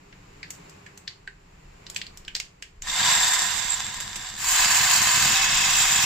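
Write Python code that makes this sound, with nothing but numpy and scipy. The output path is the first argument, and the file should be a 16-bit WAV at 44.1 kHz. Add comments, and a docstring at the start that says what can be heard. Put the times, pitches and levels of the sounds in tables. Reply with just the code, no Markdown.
"""Mustard seeds pop in an iron ladle of hot ghee over a gas flame's rush and a faint hum: a home kitchen,
a stereo pair of microphones close to the hob. The ladle is carried over a stone pot of broth and tipped;
water flashes to steam in the fat, a sizzle that dies to a simmer. Then the hot iron is dipped in, boils
the broth much harder, and comes up full and seething. The air in pot and ladle colours the tiny bursts,
steam pockets thump underneath, and rising air rumbles on the microphones."""
import sys
import numpy as np
from scipy import signal
from scipy.fft import rfft, irfft
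from scipy.io import wavfile

SR = 44100
rng = np.random.default_rng(int(sys.argv[2]) if len(sys.argv) > 2 else 0)


def digitize_waveform(pressure):
    """Quantize a signal to 16-bit integers and store it at the path in sys.argv[1].

    Rows of a 2-D input are taken as channels; values are limited to [-1, 1].
    """
    field = np.atleast_2d(pressure).T
    bounded = np.clip(field, -1, 1)
    quanta = np.round(bounded * 32767).astype(np.int16)
    wavfile.write(sys.argv[1], SR, quanta)


N = 266789
TIME = np.arange(N) / SR
FREQ = np.maximum(np.arange(N // 2 + 1) * SR / N, 1)
POUR_S, DIP_S, LIFT_S = 2.83, 4.36, 5.27  # ghee tipped in, ladle dipped, ladle halfway out
POT_PAN_DB = -1.16  # every pan is left minus right

# Spectrum of the gas flame: f/Hz, level/dB
FLAME_COLOUR = [(41, -19), (70, 0.5), (181, 5.5), (232, -7.5), (381, -4.5), (613, -13.5), (1030, -9),
                (1480, -12.5), (2600, -12.5), (3330, -20.5), (4580, -20), (6420, -24.5), (7190, -18),
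                (8610, -36.5), (15500, -33)]
# Lines of the kitchen's hum: f/Hz, level/dB
HUM_LINES = [(96.9, -71.5), (166.9, -70), (285.3, -69), (403.7, -69)]
# Side relative to mid at the microphones, for flame and heaving, then for the sizzle: f/Hz, level/dB
HOB_WIDTH = [(60, -26), (110, -42), (200, -16.5), (380, -1), (700, 6), (1290, -1.5), (2380, 0),
             (4400, -1.5), (8120, 0.5), (15000, 0)]
SIZZLE_WIDTH = [(60, -64), (110, -120), (200, -77), (380, 0), (700, 1.5), (1290, -11.5), (2380, -2.5),
                (4400, -4.5), (8120, 0.5), (15000, 0)]
# Spectrum of the low boiling: f/Hz, level/dB
LOW_BOIL_COLOUR = [(29, -27), (50, 8), (140, -16), (167, -8), (204, 7), (284, -22), (329, -13), (403, -61),
                   (450, -4.5), (580, -20), (990, -120)]
# Low resonances of pot and room: f/Hz, width/Hz, level/dB
POT_ROOM_MODES = [(94, 3.3, 8.5), (137.5, 18.7, 3), (202, 41, -5.5), (334, 17, -7)]
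# The broth heaves as the ghee lands and as the ladle is drawn up: t/s, half length/s, gain/dB
BROTH_HEAVES = [(3.08, 0.078, 7), (5.17, 0.11, 4.5)]
# Steam squeezing out of the fat: t/s, f/Hz, level/dB, half length/s, pan/dB
STEAM_WHISTLES = [(2.902, 3600, -27, 0.0043, -3), (3.004, 7100, -29, 0.0057, 7),
                  (3.717, 7460, -30, 0.018, -11), (3.745, 7360, -32, 0.0066, -8),
                  (4.662, 4900, -28, 0.013, 1)]
# Spectrum of a pop's broad snap: f/Hz, level/dB
SNAP_SPECTRUM = [(500, 17), (1000, 0), (1700, 6), (4000, 7.5), (7500, 14), (9500, -0.5), (14500, 3.5)]
# Moisture spitting out of the fat: t/s, level/dB, snap trim/dB, pan/dB
FAT_SPITS = [(0.505, -19, 8, 1.5), (0.549, -38, 12, -4), (0.696, -34, -1, 4), (0.976, -27, -4, -1),
             (1.9, -14.5, -1, -2), (1.947, -22.5, -4, -7), (1.971, -17, 12, 0), (2.174, -20, -7, 0),
             (2.822, -17.5, -36, 0), (3.831, -39, -25, 2), (4.008, -13, 5, -3), (4.163, -15.5, 10, -11),
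             (4.904, -19, -31, 7), (5.028, -7.5, -16, 20), (5.146, -10, 19, -1)]
# Mustard seeds bursting: t/s, level/dB, husk ring f/Hz, bowl ring trim/dB, snap trim/dB
SEED_POPS = [(0.127, -41, 2230, -10, -45), (0.43, -27, 2030, -5, -42), (0.864, -37, 2030, -10, -36),
             (1.078, -14, 2780, 2.5, -35), (1.276, -26, 1600, -16, -46), (1.867, -24, 2730, 4, -35),
             (1.963, -10, 3000, -4.5, -29), (2.016, -17, 2960, -5.5, -35), (2.067, -25.5, 2620, 0, -27),
             (2.25, -31.5, 2500, -2, -29), (2.281, -21, 2820, -26, -41), (2.352, -8, 2850, 0.5, -27.5),
             (2.365, -16.5, 2510, -4, -25), (2.401, -11.5, 2760, -8, -27), (2.625, -18, 2900, -12, -27.5),
             (4.003, -17, 2740, -7, -18), (4.16, -18, 2540, -15, -19)]
# Broad spectra of the sizzle, for the pour and for the dip: f/Hz, level/dB
POUR_SPECTRUM = [(180, -46), (300, -24.5), (543, -21), (968, -7), (1330, -7.5), (1840, -5.5), (3130, -15),
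                 (3570, -1.5), (4140, -4), (5660, -9.5), (7370, -14), (9450, -28.5), (15500, -25)]
DIP_SPECTRUM = [(180, -48), (300, -16), (543, -22), (708, -4), (863, -4), (1000, 0.5), (1350, -3),
                (1640, 4), (2250, -2), (2650, -2.5), (6150, -4.5), (7250, 4.5), (9450, -14.5),
                (14500, -6.5), (15500, -9)]
# Air resonances of the pot: open, ladle sunk in it, ladle lifted: f/Hz, width/Hz, level/dB
OPEN_POT_MODES = [(744, 43, -5.5), (1007, 66, 0.5), (1656, 66, 0), (1815, 31, 3), (2150, 93, -5),
                  (2830, 300, -6), (3574, 160, 5), (4470, 43, -10), (4840, 80, 1.5), (7380, 520, -4.5)]
SUNK_MODES = [(1013, 41, 2.5), (1640, 310, -14), (2730, 150, -8), (3000, 34, -15), (3230, 56, -3),
              (3940, 64, 0.5), (4640, 340, -1.5), (5400, 130, -5), (7400, 180, -5.5), (8300, 76, -3)]
LIFTED_MODES = [(779, 16, 5.5), (1030, 83, 4), (1660, 64, -21), (1900, 74, -7), (2120, 6.2, 2),
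                (2596, 50, 3.5), (3590, 560, -2), (4700, 76, 2.5), (5050, 40, 6), (5800, 29, 4),
                (7780, 330, 0.5)]
# The first gush and last dribbles of ghee flare the sizzle: t/s, half length/s, gain/dB
GHEE_GUSHES = [(2.885, 0.0083, 4.5), (3.73, 0.0099, 2), (4.27, 0.048, 4)]


def undb(db):
    """Decibels to gain."""
    return 10 ** (np.asarray(db) / 20)


def unit(x):
    """Scale to rms 1."""
    return x / np.sqrt(np.mean(x ** 2))


def mid_unit(pair):
    """Scale a stereo pair so that its middle has rms 1."""
    return pair / np.std(pair.mean(axis=0))


def bins(length):
    """Frequencies in Hz of a spectrum of this many samples, floored at 1."""
    return np.maximum(np.fft.rfftfreq(length, 1 / SR), 1)


def shape(points, freq=FREQ):
    """Gain at each frequency of a spectrum given as f/Hz, level/dB."""
    hz, db = np.transpose(points)
    return undb(np.interp(np.log(freq), np.log(hz), db))


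def peak(hz, width_hz):
    """Gain of one narrow resonance."""
    return 1 / (1 + ((FREQ - hz) / width_hz) ** 2)


def filtered(x, gain):
    """Apply a gain per frequency."""
    return irfft(rfft(x) * gain, N)


def causal(gain):
    """Impulse response with this gain that starts at once and rings out."""
    cepstrum = irfft(np.log(gain + 1e-9))
    half = len(cepstrum) // 2
    cepstrum[1:half] *= 2
    cepstrum[half + 1:] = 0
    return irfft(np.exp(rfft(cepstrum)))


def panned(db):
    """Left and right gains for a level difference between the microphones."""
    return undb(np.array([db, -db]).reshape(2, -1) / 2)


def spread(pair, width):
    """Two unrelated signals become mid and side, then left and right."""
    side = filtered(pair[1], shape(width))
    return np.array([pair[0] + side, pair[0] - side])


def ramp(middle_s, length_s):
    """Rises from 0 to 1 around a moment."""
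    return np.clip((TIME - middle_s) / length_s + .5, 0, 1)


def swells(rows):
    """Sum of Gaussian bumps in dB, each t/s, half length/s, gain/dB."""
    return sum(db * np.exp(-((TIME - s) / half_s) ** 2 / 2) for s, half_s, db in rows)


def walk(per_s):
    """Random wander about zero, gliding to a new value per_s times a second."""
    knots = rng.standard_normal(N // 50)
    return 0.9 * np.interp(TIME * per_s, np.arange(len(knots)), knots)


def bursts(per_s, scatter_db):
    """Bubbles bursting at random: mostly tiny, a few large."""
    size = undb(scatter_db * np.minimum(rng.exponential(size=(2, N)), 3.5))
    bursting = rng.random((2, N)) < per_s / SR
    return unit(bursting * size * rng.choice([-1, 1], (2, N)))


def cavity(colour, modes, bed_db, ring_db, blur=0.018):
    """Gain of a broad bed with the vessel's resonances standing out; the heaving surface blurs them."""
    ring_power = 0
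    for hz, width_hz, db in modes:
        blurred_hz = np.hypot(width_hz, blur * hz)
        ring_power += undb(db) ** 2 * width_hz / blurred_hz * peak(hz, blurred_hz) ** 2
    return np.hypot(undb(bed_db) * shape(colour), undb(ring_db) * np.sqrt(ring_power))


def reflections(ripple_db=3, step_hz=70):
    """Echoes from hob and walls comb the spectrum into fine peaks and dips."""
    knots = rng.standard_normal(N // 100)
    ripple = np.interp(FREQ / step_hz, np.arange(len(knots)), knots)
    return undb(ripple_db * ripple * np.minimum(FREQ / 3000, 1))


def kitchen(early_db, late_db, early_s=0.0054, t60_s=0.24):
    """Path to the microphones: direct sound, quick scatter from pot and hob, then the room's tail."""
    t = TIME[:SR // 2]
    early = rng.standard_normal((2, len(t))) * np.exp(-t / early_s)
    late = rng.standard_normal((2, len(t))) * undb(-60 * t / t60_s) * (1 - np.exp(-t / 0.0021))
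    late = irfft(rfft(late) * shape([(2500, 0), (12000, -1)], bins(len(t))), len(t))
    response = (undb(early_db) * unit(early) + undb(late_db) * unit(late)) / np.sqrt(len(t))
    response[:, 0] += 1
    return response


def draught(level_db=-59, rise_db_per_s=2, gust_db=3.8):
    """Rising air rumbles on the microphones in gusts, more and more as the pot steams."""
    colour = shape([(5, -37), (18, 4), (35, 5.5), (60, -5.5), (110, -9), (600, -108)])
    rumble = filtered(rng.standard_normal(N), colour)
    return unit(rumble) * undb(level_db + rise_db_per_s * TIME + gust_db * walk(5.6))


def hum(width_hz=6, gain_db=3, sink_db=-9):
    """Narrow resonances stirred by the flame and the air: a faint wavering hum that soon sinks."""
    stir = rng.standard_normal(N)
    lines = sum(undb(db) * unit(filtered(stir, peak(hz, width_hz))) for hz, db in HUM_LINES)
    return lines * undb(gain_db + sink_db * ramp(1.4, length_s=0.26))


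def gas_flame(level_db=-55, waver_db=3.8):
    """The burner's rush, slowly wavering in level."""
    rush = filtered(spread(rng.standard_normal((2, N)), HOB_WIDTH), shape(FLAME_COLOUR))
    return mid_unit(rush) * undb(level_db - waver_db * walk(1.52))


def heaving_broth(level_db=-50, iron_db=8.5, build_s=0.44, surge_db=2):
    """Large steam pockets thump the low resonances in uneven surges; harder once the iron goes in."""
    boost_db = iron_db * ramp(DIP_S + build_s / 2, build_s) + swells(BROTH_HEAVES)
    body = cavity(LOW_BOIL_COLOUR, POT_ROOM_MODES, bed_db=-6.5, ring_db=-1)
    thumps = filtered(spread(bursts(per_s=100, scatter_db=2.2), HOB_WIDTH), body)
    surging = mid_unit(thumps * undb(surge_db * walk(11)))
    return ramp(POUR_S, length_s=0.073) * surging * undb(level_db + boost_db)


def steam_whistles(width_hz=170):
    """Steam squeezes out of the fat in narrow hissing tones that swell and vanish."""
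    out = 0
    for s, hz, db, half_s, pan_db in STEAM_WHISTLES:
        tone = mid_unit(filtered(rng.standard_normal((2, N)), peak(hz, width_hz)))
        swell = np.exp(-((TIME - s) / half_s) ** 2 / 2)
        out += tone * swell * panned(pan_db) * undb(db)
    return out


def ring(hz, octaves, freq):
    """Gain of one broad ring of a pop, weighted by how the small source radiates."""
    radiated = shape([(800, 6.5), (1250, -16), (1550, 14.5), (7900, 1), (9000, -47)], freq)
    return unit(radiated / (1 + (np.log2(freq / hz) / octaves) ** 2))


def snap(freq, low_hz=1120):
    """Gain of a pop's broad snap; a thing so small radiates no bass."""
    return shape(SNAP_SPECTRUM, freq) / np.sqrt(1 + (low_hz / freq) ** 4)


def pop(s, colour, leak_s=0.0022, tear_s=0.00096, far_echo_db=7.5):
    """A leak of steam, then a sudden burst of the given colour; the kitchen echoes it."""
    lead = SR // 200
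    t = TIME[:lead]
    leak = undb(-21) * np.exp(-t[::-1] / leak_s)
    tear = undb(-17) * np.exp(-t / tear_s)
    push = np.concatenate([leak, tear]) * rng.standard_normal(2 * lead)
    push[lead] = 2  # the instant it gives way
    crack = np.convolve(causal(colour), push)
    # farther off, the ladle echoes more, until it is carried over the pot
    echo_db = far_echo_db * (1 - ramp(1, length_s=0.16)[int(s * SR)])
    room = kitchen(early_db=0.5 + echo_db, late_db=-3 + echo_db)
    heard = signal.fftconvolve(crack[None] / np.abs(crack).max(), room, axes=1)
    out = np.zeros((2, N + SR))
    start = int(s * SR) - lead
    out[:, start:start + heard.shape[1]] = heard
    return out[:, :N]


def fat_spits(steam_hz=7350, body_hz=2540, body_db=-14, snap_db=19):
    """Moisture flashes out of the fat: a steam jet's high ring, a weak lower one and a bright snap."""
    freq = bins(1024)
    rings = np.hypot(ring(steam_hz, 0.23, freq), undb(body_db) * ring(body_hz, 0.9, freq))
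    out = 0
    for s, db, snap_trim_db, pan_db in FAT_SPITS:
        colour = np.hypot(rings, undb(snap_db + snap_trim_db) * snap(freq))
        out += undb(db) * panned(pan_db) * pop(s, colour)
    return out


def seed_pops(bowl_hz=4520, bowl_db=2, snap_db=20.5, pan_db=-1):
    """Each husk tears open with its own ring, a ring of the ladle's bowl and a slightly dull snap."""
    freq = bins(1024)
    dull_snap = snap(freq) * shape([(8000, 0), (10000, -7.5)], freq)
    out = 0
    for s, db, husk_hz, bowl_trim_db, snap_trim_db in SEED_POPS:
        bowl = undb(bowl_db + bowl_trim_db) * ring(bowl_hz, 0.27, freq)
        rings = np.hypot(ring(husk_hz, 0.57, freq), bowl)
        colour = np.hypot(rings, undb(snap_db + snap_trim_db) * dull_snap)
        out += undb(db) * pop(s, colour)
    return out * panned(pan_db)


def crackle(per_s=170, scatter_db=4.7, decay_s=0.0005):
    """Droplets flashing off: each is a puff of hiss about a millisecond long."""
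    kicks = bursts(per_s, scatter_db)[0] ** 2
    power = signal.lfilter([1], [1, -np.exp(-2 / (decay_s * SR))], kicks)
    return unit(np.sqrt(power) * rng.standard_normal((2, N)))


def bubble_pings(count=3000, ring_s=0.009, scatter_db=2.5):
    """Single bubbles that ring for a few milliseconds as they burst."""
    t = TIME[:SR // 25]
    out = np.zeros((2, N + len(t)))
    for when, pitch, size, left, right in rng.random((count, 5)):
        hz = 2500 + 5500 * pitch
        phase = 2 * np.pi * (hz * t + np.array([[left], [right]]))
        gain = undb(-scatter_db * np.log(size + 0.024))
        start = int(when * N)
        out[:, start:start + len(t)] += gain * np.sin(phase) * np.exp(-t / ring_s)
    return unit(out[:, :N])


def boil_db(start_s, attack_s, cool_db_per_s, hold_s=0):
    """Strength of a boil relative to its peak: it builds, holds, then fades as the heat is spent."""
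    age = TIME - start_s
    build_db = 20 * np.log10(np.clip(age / attack_s, 0.04, 1))
    return build_db - cool_db_per_s * np.maximum(age - attack_s - hold_s, 0)


def sizzle(start_s, levels_db, pan_db, vessel, crackle_db, ping_db, sputter_db, mist_db, mist_loss):
    """Water flashing to steam in hot fat: larger bubbles below, fizz in the middle, fine spray on top."""
    bubbling_db, fizz_db, spray_db = levels_db
    calm_db = np.minimum(fizz_db.max() - fizz_db, 24)
    # the weaker the boil, the more its crackle stands out
    crackle_gain, ping_gain = undb(crackle_db + 0.42 * calm_db), undb(ping_db)
    boil = bursts(per_s=12000, scatter_db=1.56) + crackle_gain * crackle() + ping_gain * bubble_pings()
    boil /= np.sqrt(1 + crackle_gain ** 2 + ping_gain ** 2)
    boil = filtered(spread(boil, SIZZLE_WIDTH), vessel * reflections())
    below_fizz, below_spray, below_mist = (1 / (1 + (FREQ / hz) ** 12) for hz in (2400, 6200, 9500))
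    # the finest mist needs the fiercest boil
    boil += filtered(boil, 1 - below_mist) * (undb(mist_db - mist_loss * calm_db) - 1)
    shares = below_fizz, below_spray - below_fizz, 1 - below_spray
    bubbling, fizz, spray = (mid_unit(filtered(boil, np.sqrt(share))) for share in shares)
    spurts_db = sputter_db * walk(110)  # steam escapes in quick irregular spurts
    bubbling *= undb(bubbling_db + 0.18 * walk(31))
    fizz *= undb(fizz_db + 0.5 * spurts_db)
    spray *= undb(spray_db + spurts_db + 0.5 * walk(35))
    return ramp(start_s, length_s=0.0026) * panned(pan_db) * (bubbling + fizz + spray)


def poured_ghee(simmer_db=-24.5):
    """Ghee flashes on the broth in the open pot and cools to a simmer; the spray holds on longer."""
    pot = cavity(POUR_SPECTRUM, OPEN_POT_MODES, bed_db=-2, ring_db=-2.5, blur=0.015)
    body_db = boil_db(POUR_S, attack_s=0.26, cool_db_per_s=18.5)
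    top_db = boil_db(POUR_S, attack_s=0.27, cool_db_per_s=21, hold_s=0.17)
    body_db, top_db = (20 * np.log10(np.hypot(undb(db), undb(simmer_db))) + swells(GHEE_GUSHES)
                       for db in (body_db, top_db))
    levels_db = body_db - 24.5, body_db - 25.5, top_db - 27.5
    pan_db = POT_PAN_DB + swells([(3.58, 0.082, -6.5)])  # swings right as the ladle is emptied
    return sizzle(POUR_S, levels_db, pan_db, pot, crackle_db=-13, ping_db=-12.5,
                  sputter_db=1.5, mist_db=5.5, mist_loss=0.074)


def dipped_ladle(cool_db_per_s=0.2, sunk_mist_db=1, lifted_mist_db=4.5):
    """The iron boils the broth, spray first; lifted out full, it rings differently and mists more."""
    sunk = cavity(DIP_SPECTRUM, SUNK_MODES, bed_db=-3.5, ring_db=-1)
    lifted = cavity(DIP_SPECTRUM, LIFTED_MODES, bed_db=0, ring_db=1.5)
    lift = ramp(LIFT_S, length_s=0.41)
    body_db = boil_db(DIP_S, attack_s=0.22, cool_db_per_s=cool_db_per_s)
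    top_db = boil_db(DIP_S, attack_s=0.15, cool_db_per_s=cool_db_per_s)
    top_db += swells([(5.5, 0.13, -5)])  # the spray drops as the ladle breaks the surface
    levels_db = body_db - 26 - 2 * lift, body_db - 26 + 1.5 * lift, top_db - 26.5 - 1.5 * lift
    under, above = (sizzle(DIP_S, levels_db, POT_PAN_DB, vessel, crackle_db=-12, ping_db=-12,
                           sputter_db=1.9, mist_db=mist_db, mist_loss=0.021)
                    for vessel, mist_db in ((sunk, sunk_mist_db), (lifted, lifted_mist_db)))
    return np.cos(np.pi / 2 * lift) * under + np.sin(np.pi / 2 * lift) * above


def scene():
    """Everything that reaches the microphones at the hob."""
    background = gas_flame() + hum() + draught()
    pops = seed_pops() + fat_spits()
    pot = poured_ghee() + steam_whistles() + dipped_ladle() + heaving_broth()
    return background + pops + pot


def record(dry, top_hz=15400):
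    """The microphone ports resonate and ripple the treble; the recorder cuts the top."""
    ports = shape([(6300, -1), (7900, 2.5), (8400, -3.5), (9100, 0.5), (9900, -3.5), (10600, -0.5),
                   (12500, -4)])
    heard = signal.lfilter(causal(ports)[:256], 1, dry)
    return signal.sosfilt(signal.ellip(10, .2, 90, top_hz, fs=SR, output="sos"), heard)


dry = scene()
out = record(dry)
digitize_waveform(out)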